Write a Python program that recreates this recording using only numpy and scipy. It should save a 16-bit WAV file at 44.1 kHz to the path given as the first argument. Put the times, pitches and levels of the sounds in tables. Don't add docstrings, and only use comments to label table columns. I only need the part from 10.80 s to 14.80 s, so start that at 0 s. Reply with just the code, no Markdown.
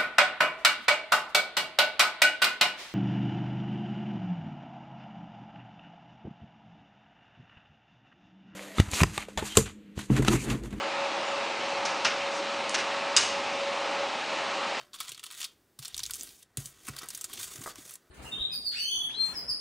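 import sys
import numpy as np
from scipy import signal
from scipy.fft import rfft, irfft
from scipy.io import wavfile
from scipy.ndimage import uniform_filter1d

SR = 44100
rng = np.random.default_rng(int(sys.argv[2]) if len(sys.argv) > 2 else 0)


def unload_audio(sound):
    columns = np.transpose(np.atleast_2d(sound))
    steps = np.round(np.clip(columns, -1, 1) * 32767)
    wavfile.write(sys.argv[1], SR, steps.astype(np.int16))


N = 176400

# f/Hz, relative density/dB
AIR_SPECTRUM = [(25, -45), (50, -39), (72, -36.5), (112, -22), (145, -19.5), (200, -10.5), (255, -6),
                (280, -19.5), (310, -2.5), (360, -10.5), (450, -5), (505, -9.5), (540, 2), (600, -5),
                (700, -3.5), (830, -1.2), (930, 0), (1010, -8), (1080, -3), (1220, -5.5), (1285, -2),
                (1400, -7), (1900, -7.5), (2650, -5), (3080, -8.5), (3250, -10.5), (4000, -10.5),
                (4500, -13.5), (6500, -20.5), (8000, -26.5), (9800, -35.5), (10200, -54), (10800, -72)]
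AIR_DB, PATCH_DB, SWELL_DB, AIR_FLUTTER_DB = -32.5, 0.94, 0.22, 0.3
# t/s, gain/dB
RUSH_GAIN = [(0, 2.5), (.2, 1.5), (.5, 1.6), (.7, 0.3), (1.05, 2.5), (1.5, 1), (1.7, 1.8), (1.88, 0),
             (2.1, 2.2), (2.85, -0.4), (3.1, 3), (3.38, 0.5), (3.7, 2.5), (4, 0.5)]
RUSH_HZ, RUSH_WIDTH_OCT = 950, 0.56
# t/s, gain/dB
HISS_GAIN = [(0, -1), (.6, -0.16), (1.6, 0), (2.6, 0.3), (3.3, 0.2), (3.7, 0.5), (4, 0.9)]
HISS_HZ = 1500
# t/s, level/dB
HUM_LEVEL = [(0, -42.5), (.25, -37), (.31, -43.5), (.38, -38), (.44, -45.5), (.57, -38), (.66, -43),
             (.97, -38.5), (1.19, -43.5), (1.29, -39), (1.41, -40.5), (1.57, -35), (1.69, -39), (1.77, -40),
             (1.84, -41.5), (2.03, -43), (2.17, -35.5), (2.25, -42.5), (2.33, -36), (2.4, -49),
             (2.55, -37.5), (2.68, -41), (2.86, -34.5), (3.05, -41), (3.22, -36), (3.42, -55),
             (3.56, -38.5), (3.67, -45), (3.76, -37.5), (4, -55)]
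HUM_HZ, HUM_WANDER_HZ, HUM_FLUTTER_DB, HUM_FLUTTER_HZ = 558.9, 0.33, 1.63, 23.96
# f/Hz, level/dB
WHINE_TONES = [(120, -72), (387.5, -59.5), (641.5, -51.5), (773, -52.5), (835, -50.5), (882, -56),
               (1055, -49.5), (1159, -53.5), (1282, -56), (2318, -62), (2704, -60)]
WHINE_WANDER_HZ, WHINE_WAVER_DB = 2.9, 2.5
# t/s, length/s, level/dB, centre/Hz, width/Hz
SCRAPE_EVENTS = [(0.437, 0.097, -50.5, 7000, 250), (0.26, 0.26, -47, 3400, 130),
                 (1.496, 0.16, -58, 7600, 1500), (1.508, 0.1, -45, 5700, 2000),
                 (1.52, 0.09, -61, 9450, 250)]
# t/s, level/dB, rattle/s, release/s, bright gain/dB, top gain/dB,
# steel ringing/0-1, relative thump/dB, relative room/dB
CLACK_EVENTS = [(1.0513, -30, 0.0075, 0.011, 3, 0.5, 0.1, -40, -0.5),
                (1.2469, -19.5, 0.008, 0.0078, -4, -8, 0, -44, -5.5),
                (1.261, -25.5, 0.0075, 0.011, -9, -10, 0.4, -37, -7),
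                (1.278, -27, .005, .004, -10, -12, 0.2, -43, -2),
                (1.8937, -28, 0.0017, 0.0017, 6.5, 18.5, 0.6, -48, -2.5),
                (1.9426, -24, 0.0099, 0.0023, -5, 1.5, 0, -53, -3.5),
                (1.9556, -26, 0.0055, 0.0018, -8, -10, .3, -57, -5),
                (1.981, -32.5, 0.029, 0.0091, -8, -2, 0.2, -54, -8),
                (2.3643, -13.3, 0.0085, 0.0046, 3.5, 9.5, 1, -50, -4.5),
                (2.379, -22, 0.0035, 0.0027, -5.5, 6, 0.8, -31.5, -1)]
# f/Hz, relative density/dB
CLACK_SPECTRUM = [(30, -35), (90, -19.5), (300, -13.5), (900, -7), (1400, 3), (2000, -0.5), (2800, 3),
                  (3500, -3), (5500, 2.5), (6800, -4), (7800, -12), (9600, -15), (10200, -26), (11000, -28),
                  (16000, -46)]
CLACK_ATTACK_S, BRIGHT_HZ, BRIGHT_WIDTH_OCT, TOP_HZ = 0.0011, 5260, 0.72, 7230
# f/Hz, width/Hz, crack boost at full ringing/dB, relative ring level/dB
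STEEL_MODES = [(1410, 75, -6.5, -18), (1660, 79, 4, -21), (2250, 58, -2, -12), (2923, 150, 10, -7),
               (3698, 140, 17, -12), (4060, 74, 5, -23), (4600, 70, 10.5, -14), (4940, 90, 11.5, -13),
               (5200, 220, 3, -24), (6350, 65, 11, -12.5), (6450, 70, 10.5, -16.5), (6530, 70, 12, -22),
               (7330, 90, 7, -18), (7440, 110, 14.5, -18), (7972, 100, 15, -18), (8770, 150, 6, -28),
               (12100, 200, 13, -31)]
STEEL_RING_DB, STEEL_T60_S = -11, 0.4
# f/Hz, relative level/dB, t60/s
PANEL_MODES = [(82.7, -6.5, 1.1), (97, -0.5, 1.1)]
PANEL_RISE_S = 0.022
# f/Hz, t60/s
ROOM_DECAY = [(200, 1), (1500, 0.71), (4000, 0.69), (7000, 0.44), (10000, 0.42)]
ROOM_RISE_S, ROOM_STEEL_SHARE = 0.012, 0.55
CUTOFF_HZ, LEAK_EDGE_HZ, LEAK_DB = 10080, 16000, -33.5


def amp(db):
    return 10 ** (np.asarray(db) / 20)


def unit(x):
    return x / np.sqrt(np.mean(x ** 2) + 1e-20)


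def at_hz(points, hz):
    f, value = np.transpose(points)
    return np.interp(np.log(hz + 1), np.log(f + 1), value)


def bell(hz, centre_hz, width_oct):
    return np.exp(-(np.log2((hz + 1) / centre_hz) / width_oct) ** 2 / 2)


def shelf(hz, edge_hz, order):
    return 1 - 1 / (1 + (hz / edge_hz) ** order)


def add(mix, start_s, sound):
    part = mix[round(start_s * SR):][:len(sound)]
    part += sound[:len(part)]


def drift(t, rate_hz):
    rates_hz = np.geomspace(rate_hz / 10, rate_hz, num=20)
    return unit(sum(np.sin(2 * np.pi * (f * t + rng.random())) / np.sqrt(f) for f in rates_hz))


def tone(hz, wander_hz):
    t = np.arange(N) / SR
    pitch_hz = hz + wander_hz * np.interp(t, t[::100], drift(t[::100], rate_hz=8))
    return np.sqrt(2) * np.sin(2 * np.pi * (np.cumsum(pitch_hz) / SR + rng.random()))


def ring(modes):
    t = np.arange(SR) / SR
    return sum(amp(db - 60 * t / t60_s) * np.sin(2 * np.pi * hz * t) * rng.choice([-1, 1])
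               for hz, db, t60_s in modes)


def minimum_phase(gain_db):
    log_gain = np.log(amp(np.r_[gain_db, gain_db[-2:0:-1]]))
    taps = np.fft.ifft(np.exp(np.conj(signal.hilbert(log_gain)))).real
    return taps / np.linalg.norm(taps)


def fans(size=2048):
    hop = size // 4
    t, hz = np.arange(N // hop + 5) * hop / SR, np.fft.rfftfreq(size, 1 / SR)
    real, imag, patches = rng.standard_normal((3, len(t), len(hz)))
    patches = uniform_filter1d(patches, size=8, axis=0)
    patch_db = PATCH_DB * unit(uniform_filter1d(patches, size=14, axis=1))
    swell_db = SWELL_DB * drift(t, rate_hz=5)[:, None]
    rush_db = np.interp(t, *np.transpose(RUSH_GAIN))[:, None] * bell(hz, RUSH_HZ, RUSH_WIDTH_OCT)
    hiss_db = np.interp(t, *np.transpose(HISS_GAIN))[:, None] * shelf(hz, HISS_HZ, order=4)
    frames = (real + 1j * imag) * amp(at_hz(AIR_SPECTRUM, hz) + patch_db + swell_db + rush_db + hiss_db)
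    air = signal.istft(frames.T, nperseg=size, noverlap=size - hop)[1][:N]
    flutter_db = AIR_FLUTTER_DB * unit(uniform_filter1d(rng.standard_normal(N), size=300))
    return amp(AIR_DB) * unit(air * amp(flutter_db))


def motors():
    t = np.arange(N) / SR
    coarse_t = t[::200]
    flutter_db = HUM_FLUTTER_DB * np.interp(t, coarse_t, drift(coarse_t, HUM_FLUTTER_HZ))
    hum_db = np.interp(t, *np.transpose(HUM_LEVEL)) + flutter_db
    mix = amp(hum_db) * tone(HUM_HZ, HUM_WANDER_HZ)
    for hz, level_db in WHINE_TONES:
        waver_db = WHINE_WAVER_DB * np.interp(t, coarse_t, drift(coarse_t, rate_hz=13))
        mix += amp(level_db) * unit(amp(waver_db) * tone(hz, WHINE_WANDER_HZ))
    return mix


def scrape(length_s, level_db, centre_hz, width_hz):
    t, hz = np.arange(SR) / SR, np.fft.rfftfreq(SR, 1 / SR)
    band = 1 / (1 + (2 * (hz - centre_hz) / width_hz) ** 2)
    hiss = irfft(rfft(rng.standard_normal(SR)) * band)
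    return amp(level_db) * unit(hiss) * np.sin(np.pi * np.minimum(t / length_s, 1))


def clack(level_db, rattle_s, release_s, bright_db, top_db, ringing, thump_db, room_db, size=4096):
    t, hz = np.arange(SR) / SR, np.fft.rfftfreq(size, 1 / SR)
    envelope = np.minimum(t / CLACK_ATTACK_S, 1) * np.exp(-np.maximum(t - rattle_s, 0) / release_s)
    chatter = rng.standard_normal(SR) * envelope
    colour_db = at_hz(CLACK_SPECTRUM, hz) + bright_db * bell(hz, BRIGHT_HZ, BRIGHT_WIDTH_OCT)
    colour_db += top_db * shelf(hz, TOP_HZ, order=10)
    steel_db = ringing * sum(boost_db / (1 + (2 * (hz - mode_hz) / width_hz) ** 2)
                             for mode_hz, width_hz, boost_db, _ in STEEL_MODES)
    crack = signal.fftconvolve(chatter, minimum_phase(colour_db + steel_db))[:SR]
    steel = ring([(mode_hz, ring_db, STEEL_T60_S) for mode_hz, _, _, ring_db in STEEL_MODES])
    ping = ringing * amp(STEEL_RING_DB) * steel * np.minimum(t / rattle_s, 1)
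    tail = amp(room_db) * np.linalg.norm(chatter) * room_tail(colour_db + ROOM_STEEL_SHARE * steel_db)
    thump = amp(thump_db) * ring(PANEL_MODES) * np.minimum(t / PANEL_RISE_S, 1)
    return amp(level_db) * (crack + ping + tail + thump)


def room_tail(colour_db, size=512):
    hz, t, noise = signal.stft(rng.standard_normal(SR), SR, nperseg=size)
    band_db = np.interp(hz, np.linspace(0, SR / 2, num=len(colour_db)), colour_db)
    decay_db = -60 * t / at_hz(ROOM_DECAY, hz)[:, None]
    tail = signal.istft(noise * amp(band_db[:, None] + decay_db), SR, nperseg=size)[1][:SR]
    tail *= np.minimum(np.arange(SR) / SR / ROOM_RISE_S, 1)
    return tail / np.linalg.norm(tail)


def scene():
    mono = fans() + motors()
    for start_s, *blow in CLACK_EVENTS:
        add(mono, start_s, clack(*blow))
    for start_s, *slide in SCRAPE_EVENTS:
        add(mono, start_s, scrape(*slide))
    return np.array([mono, mono])


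def record(dry):
    lowpass = signal.firwin(401, CUTOFF_HZ, window=("kaiser", 8), fs=SR)
    leak = amp(LEAK_DB) * signal.firwin(401, LEAK_EDGE_HZ, window=("kaiser", 8), fs=SR)
    return signal.oaconvolve(dry, (lowpass + leak)[None], "same", axes=1)


dry = scene()
out = record(dry)
unload_audio(out)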